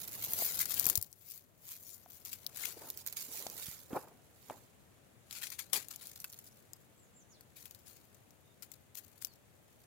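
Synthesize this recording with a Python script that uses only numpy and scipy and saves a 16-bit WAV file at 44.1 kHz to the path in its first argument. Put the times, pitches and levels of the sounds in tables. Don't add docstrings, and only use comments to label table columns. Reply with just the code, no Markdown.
import sys
import numpy as np
from scipy import signal
from scipy.fft import rfft, irfft, next_fast_len
from scipy.io import wavfile
from scipy.ndimage import uniform_filter1d, map_coordinates

SR = 44100
rng = np.random.default_rng(int(sys.argv[2]) if len(sys.argv) > 2 else 0)


def to_wav(sig):
    pcm = np.clip(np.atleast_2d(sig), -1, 1) * 32767
    pcm = np.round(pcm).astype(np.int16)
    wavfile.write(sys.argv[1], SR, pcm.T)


N = 434826

# start_s, rumble_db, hiss_db
BACKGROUND = [(0, -63, -73), (.9, -60.5, -77), (1.1, -73.5, -85), (1.6, -71.5, -82), (2.5, -68, -77.5),
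              (9.86, -69, -79)]
# frequency_hz, density_db (per Hz)
RUMBLE_COLOUR = [(15, -71.5), (25, -43.5), (45, -18), (91, -2), (267, -11), (647, -14.5), (900, -26),
                 (1170, -48), (1980, -120)]
# frequency_hz, density_db (per Hz)
HISS_COLOUR = [(410, -30), (700, -6.5), (1240, -8), (2010, -10), (3620, -14), (5220, -19), (6950, -14),
               (15900, -18.5)]
# start_s, level_db
SETTLING = [(0, -49), (.3, -55), (1.05, -71), (1.5, -86), (2.2, -65.5), (3.8, -64), (4.3, -76.5),
            (5.29, -83), (5.32, -71), (6.05, -56.5), (6.45, -62.5), (6.6, -68.5), (7.3, -86), (7.7, -68.5),
            (8.6, -83), (8.74, -65.5), (8.9, -88), (9.05, -65.5), (9.45, -81.5), (9.82, -72.5)]
# start_s, thickness_db (share of the lower crackle), left_right_db
HAND_PLACE = [(0, -2, -6), (.45, -7.5, 5), (.62, -2.5, 8), (.96, -3, 14), (1.35, -11, 7.5), (1.75, -6, 3),
              (1.95, -13.5, 11), (2.3, -5, 6.5), (2.66, -1, 11), (2.97, -7.5, -4.5), (4.64, -3, -6.5),
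              (5.3, 0, 8), (5.74, 1.5, 13.5), (6.26, -8, 2), (7.6, -4.5, 9), (9.3, -4.5, 20),
              (9.86, -2.5, -2.5)]
# loudest_s, level_db, swell_s (over 20 dB)
HAND_PUSHES = [(0.245, -37, 0.04), (0.459, -36.5, 0.25), (0.613, -27.5, 0.0331), (0.721, -33.5, 0.0331),
               (.8, -37.5, 0.13), (.9, -42.5, 0.14), (1.321, -47.5, 0.13), (1.659, -53.5, 0.07),
               (1.724, -43.5, 0.0857), (1.9, -50, 0.17), (2.335, -45.5, .03), (2.562, -45, .012),
               (2.642, -40.5, 0.09), (2.7, -42.5, 0.06), (2.865, -53, 0.25), (3.0, -49, 0.04),
               (3.31, -51.5, 0.24), (3.39, -43, 0.17), (3.6, -44.5, 0.16), (3.689, -41.5, 0.13),
               (3.97, -51.5, 0.1), (4.51, -58.5, 0.21), (5.368, -44, 0.072), (5.452, -45, 0.08)]
# (over 20 dB, held to 0.003 s or more)
STEM_SCRAPES = [(.378, -36.5, 0.26), (0.66, -36, -0.13), (2.105, -53.5, 0.13), (2.257, -45.5, 0.11),
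                (3.071, -41, 0.06), (3.168, -36, 0.16), (5.435, -37.5, 0.015), (5.521, -40, 0.03),
                (5.592, -35.5, 0.03), (5.736, -29.5, 0.0278), (5.759, -31, 0.05), (5.909, -44.5, 0.04),
                (6.024, -51.5, 0.08), (7.563, -51, 0.16), (7.868, -55, 0.16), (8.629, -45, 0.0248),
                (8.952, -46, 0.0453), (8.973, -36, 0.024), (9.22, -44, 0.0345)]
# frequency_hz, density_db (per Hz)
BLADE_COLOUR = [(2940, -28.5), (5000, -16), (7170, -12), (8450, -17.5), (11000, -10.5), (15000, -5),
                (15900, -13)]
# frequency_hz, density_db (per Hz)
STEM_COLOUR = [(800, -14), (1400, -6), (1800, -6.5), (2300, -2.5), (2900, -5.5), (4300, -1), (5600, -7),
               (7150, -1), (8300, -7.5), (10500, -2.5), (12500, -7)]
# start_s, level_db
BLADE_SHEEN = [(0, 2.5), (4, -3), (5.3, -5.5), (8, -2), (9.86, -2)]
# loudest_s, level_db, rise_s, fall_s (both over 20 dB)
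FOOTSTEPS = [(.44, -61.5, 0.47, 0.2), (.88, -61, 0.36, 0.15), (2.83, -63.5, 0.39, 0.19),
             (3.45, -65, 0.45, 0.39), (3.906, -53, 0.0037, 0.22), (3.968, -44, 0.048, 0.033),
             (4.515, -53, 0.031, 0.083), (5.738, -56.5, 0.011, 0.098)]
# frequency_hz, density_db (per Hz)
LITTER_COLOUR = [(71, -52.5), (120, -9), (284, -3.5), (437, -1), (850, -3.5), (2520, -24), (3000, -35),
                 (6600, -120)]
# start_s, level_db, thickness_db (hollow-stem part against thin-blade part)
STEM_SNAPS = [(0.3351, -23.5, -21.5), (0.5917, -22.5, -17.5), (0.656, -27, -22), (.6964, -36.5, -12),
              (.742, -25.5, -16), (0.797, -14.5, -22.5), (0.805, -29, -16), (0.8112, -27, -22),
              (.8431, -26, -12), (0.8553, -17, -18), (0.8667, -17, -15), (0.889, -23, -15),
              (0.899, -15.5, -10.5), (0.9553, -17.5, -15.5), (.958, -28, -17), (.962, -31, -30),
              (.9748, -23, -22), (0.977, -19, -22), (1.0143, -29.5, -23), (1.0264, -26.5, -14.5),
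              (1.1282, -41, -12), (2.2511, -34, -20.5), (2.4654, -21.5, -19.5), (2.5715, -34.5, -7),
              (2.6544, -24.5, -7.5), (2.9022, -26.5, -22), (2.9747, -33, -13.5), (3.064, -30, -10),
              (3.0718, -33.5, -15), (3.075, -31, -13), (3.126, -35, -5.5), (3.2077, -30.5, -12),
              (3.403, -39, -5.5), (3.467, -43.5, 6.5), (3.5, -34, -14), (5.31, -37, -1), (5.327, -37, -4),
              (5.47, -34, -2.5), (5.503, -33.5, -10), (5.732, -15, -10), (5.749, -27, -5.5),
              (5.7735, -29, -18), (5.885, -34.5, -20), (5.961, -31, -23), (6.071, -32.5, -30),
              (6.16, -44, -3.5), (6.2022, -35, -22), (6.243, -32, -5), (6.32, -46, -6.5), (6.327, -41, -16),
              (6.334, -42, -8.5), (6.343, -44.5, -5.5), (6.389, -42, -7), (6.7336, -34.5, -27),
              (7.409, -45.5, -7.5), (7.656, -30, -15.5), (7.71, -39.5, -12), (7.748, -43, -11.5),
              (7.893, -48, -13), (8.146, -49.5, -6.5), (8.307, -49, -11), (8.6234, -40, -7),
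              (8.7175, -39, -8), (9.248, -24.5, -14), (9.27, -40, -11)]
# start_s, level_db, pitch_hz, t60_s, left_right_db
STALK_KNOCKS = [(0.4223, -37.5, 716, 0.013, 8), (0.866, -31, 146, 0.0072, 27), (0.977, -36, 94, 0.058, 29),
                (2.061, -56.5, 720, 0.027, 0), (2.637, -44.5, 2130, 0.055, 21),
                (3.4659, -39, 705, 0.014, 8), (3.684, -41.5, 111, 0.019, -3),
                (3.931, -34, 276, 0.024, -1.5), (3.973, -40, 796, .025, 0), (4.499, -38.5, 840, 0.014, 6),
                (4.507, -39.5, 644, 0.016, -10), (5.7327, -28.5, 10950, 0.011, 16),
                (5.759, -42.5, 2400, 0.044, 13), (6.2452, -53, 1500, .021, 0),
                (6.243, -50.5, 2620, 0.036, 0), (6.733, -61, 5050, 0.05, 5)]
# start_s, hold_s, slide_s, first_hz, last_hz, level_db
BIRD_NOTES = [(6.972, 0.044, .045, 7600, 6340, -83.5), (7.136, 0.052, 0.038, 7370, 5700, -78.5),
              (7.289, 0.016, 0.069, 6780, 3270, -79), (8.44, 0.08, .01, 3670, 3660, -93),
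              (9.27, 0.01, 0.047, 4700, 4140, -80)]

EASE, ROUNDNESS = 0.84, 1.17
CATCH_S = 0.0063
SHEEN_HZ = 11200
NOTE_EDGE_S, SLIDE_LOSS_DB = 0.0041, 5
SHELF_HZ, TOP_HZ = 15900, 16984


def amp(db):
    return 10 ** (np.asarray(db) / 20)


def unit(x):
    return x / np.sqrt(np.mean(x ** 2) + 1e-20)


def curves(rows):
    s, *cols = np.transpose(rows)
    return np.array([np.interp(np.arange(N) / SR, s, c) for c in cols])


def sides(pan_db):
    ratio = amp(pan_db)
    return np.array([ratio, np.ones_like(ratio)]) * np.sqrt(2 / (1 + ratio ** 2))


def filtered(x, response):
    m = next_fast_len(N + 8192)
    return irfft(rfft(x, m) * response(np.fft.rfftfreq(m, 1 / SR)), m)[..., :N]


def coloured(x, spectrum):
    f, db = np.transpose(spectrum)

    def gain(hz):
        return unit(amp(np.interp(np.log(hz + 1), np.log(f), db, left=-120, right=-120)))

    return filtered(x, gain)


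def noise(alike, patchy_db, size=128):
    z = signal.stft(rng.standard_normal((2, N)), nperseg=size)[2]
    patches = rng.standard_normal(z.shape[1:])
    patches = unit(uniform_filter1d(uniform_filter1d(patches, 5, 0), 3, 1))
    a, b = unit(signal.istft(z * amp(patchy_db * patches), nperseg=size)[1][:, :N])
    alike = np.clip(alike, 0, 1)
    return np.array([a, alike * a + np.sqrt(1 - alike ** 2) * b])


def fading(kicks, t60):
    return signal.lfilter([1], [1, -amp(-60 / (max(t60, 1e-3) * SR))], kicks)


def grains(rate, spread_db, t60):
    clump = amp(4 * map_coordinates(rng.standard_normal(500), [np.arange(N) * 490 / N]))
    draw = rng.random((3, N))
    size = amp(-spread_db * np.log(draw[1:] + 0.00059).sum(0))
    kicks = (draw[0] < rate * clump / SR) * size
    return unit(fading(fading(kicks, t60), t60))


def swells(rows, roundness):
    t, power = np.arange(N) / SR, np.zeros(N)
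    for s, db, *spans in rows:
        rise, fall = np.maximum(spans, .003)
        near = slice(max(round((s - 4 * rise) * SR), 0), round((s + 4 * fall) * SR))
        away = np.where(t[near] < s, (s - t[near]) / rise, (t[near] - s) / fall)
        power[near] += amp(db - 20 * away ** roundness) ** 2
    return np.sqrt(power)


def air():
    rumble_db, hiss_db = curves(BACKGROUND)
    rumble = coloured(noise(0.22, patchy_db=0.6, size=2048), RUMBLE_COLOUR)
    hiss = coloured(noise(0.018, patchy_db=0.8, size=512), HISS_COLOUR)
    rumble = amp(rumble_db + 3.0) * sides(4.8)[:, None] * rumble
    return rumble + amp(hiss_db + 9) * sides(1.5)[:, None] * hiss


def stems():
    thin, thick = rubbing() + breaking()
    thin = coloured(thin, BLADE_COLOUR)
    top = filtered(thin, lambda hz: 1 / (1 + (SHEEN_HZ / (hz + 1)) ** 8))
    sheen = amp(curves(BLADE_SHEEN)[0])
    return thin + (sheen - 1) * top + coloured(thick, STEM_COLOUR)


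def rubbing():
    thick_db, pan_db = curves(HAND_PLACE)
    stroke = movement()
    stir = amp(curves(SETTLING)[0]) * (.5 + grains(rate=120, spread_db=0.5, t60=0.011))
    crackle = 0.7 * grains(rate=700, spread_db=2.5, t60=0.0087)
    crackle += .8 * grains(rate=170, spread_db=2.2, t60=.002)
    slow_crackle = 0.5 * grains(rate=190, spread_db=1.5, t60=0.029)
    thin = stroke * (0.9 + crackle) + 2 * stir
    thick = stroke * (0.78 + crackle + slow_crackle) + 2 * stir
    thin = amp(-6.5) * thin * sides(pan_db)
    thick = amp(thick_db - 9.0) * thick * sides(pan_db)
    return np.array([thin * noise(0.017, patchy_db=4.0, size=512),
                     thick * noise(0.023, patchy_db=3.5, size=1024)])


def movement():
    pushes = swells([(s, db, swell, EASE * swell) for s, db, swell in HAND_PUSHES], ROUNDNESS)
    scrapes = swells([(s, db, CATCH_S, fade) for s, db, fade in STEM_SCRAPES], roundness=0.99)
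    return np.sqrt(pushes ** 2 + scrapes ** 2)


def steps():
    crush = 0.7 + grains(rate=340, spread_db=3.5, t60=0.021)
    level = amp(2.5) * swells(FOOTSTEPS, roundness=1.17)
    return coloured(level * crush * noise(0.7, patchy_db=3.5, size=512), LITTER_COLOUR)


def breaking():
    out, t = np.zeros((2, 2, N + SR)), np.arange(4096) / SR
    pan_db = curves(HAND_PLACE)[1]
    lead = 64
    for s, db, thick_db in STEM_SNAPS:
        at = round(s * SR)
        a, b, draw = rng.standard_normal((3, 2, len(t)))
        bits_db = 28 * uniform_filter1d(draw[0], 60)
        splinters = amp(bits_db - 10 + 0.81 * thick_db - 60 * t / 0.034)
        shape = (amp(-60 * t / .002) + splinters) * (1 - np.exp(-t / .0002))
        colour = unit(amp(2.5 * unit(uniform_filter1d(draw[1, :len(t) // 2 + 1], 120))))
        cracks = shape * [a, unit(.7 * a + .7 * b)]
        cracks = irfft(rfft(np.roll(cracks, lead)) * colour)
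        left, right = (side / np.abs(side).max(1, keepdims=True) for side in cracks)
        lag = round(1.4 * np.clip(pan_db[at], -12, 12))
        gains = amp(db + 7.5) * np.outer(amp([0, thick_db]), sides(pan_db[at]))
        start = at - lead
        out[:, 0, start:start + len(t)] += gains[:, :1] * left
        out[:, 1, start + lag:start + lag + len(t)] += gains[:, 1:] * right
    return out[..., :N]


def knocks():
    out, t = np.zeros((2, N + SR)), np.arange(SR // 5) / SR
    for s, db, hz, t60, pan_db in STALK_KNOCKS:
        ring = amp(db + 8.5 - 60 * t / t60) * np.sin(2 * np.pi * hz * t) * (1 - np.exp(-t / 0.00011))
        dull = uniform_filter1d(uniform_filter1d(rng.standard_normal(len(t)), size=8), size=8)
        ring += amp(db + 4.5 - 60 * t / 0.011) * dull
        out[:, round(s * SR):][:, :len(t)] += sides(pan_db)[:, None] * ring
    return filtered(out[:, :N], lambda hz: (1j * hz / (1j * hz + 60)) ** 2)


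def bird():
    whistle = np.zeros(N)
    hoarse_hz = 700 * uniform_filter1d(rng.standard_normal(N), 80)
    for s, hold, slide, first_hz, last_hz, db in BIRD_NOTES:
        t, at = np.arange(round((hold + slide) * SR)) / SR, round(s * SR)
        slid = np.clip((t - hold) / slide, 0, 1)
        pitch_hz = first_hz * (last_hz / first_hz) ** slid + hoarse_hz[at:at + len(t)]
        edges = np.clip(np.minimum(t, hold + slide - t) / NOTE_EDGE_S, 0, 1)
        level = amp(db + 16.5 - SLIDE_LOSS_DB * slid) * edges
        whistle[at:at + len(t)] += level * np.sin(2 * np.pi * np.cumsum(pitch_hz) / SR)
    t = np.arange(SR // 4) / SR
    echoes = rng.standard_normal((2, len(t))) * amp(-60 * t / 0.16)
    echoes /= np.linalg.norm(echoes[0])
    wet = signal.fftconvolve(whistle[None], echoes, axes=1)[:, :N]
    return amp(-6) * whistle + wet


def scene():
    return air() + stems() + steps() + knocks() + bird()


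def record(dry):
    return filtered(np.tanh(dry), lambda hz: np.where(hz < SHELF_HZ, 1, amp(-5.5)) * (hz < TOP_HZ))


dry = scene()
out = record(dry)
to_wav(out)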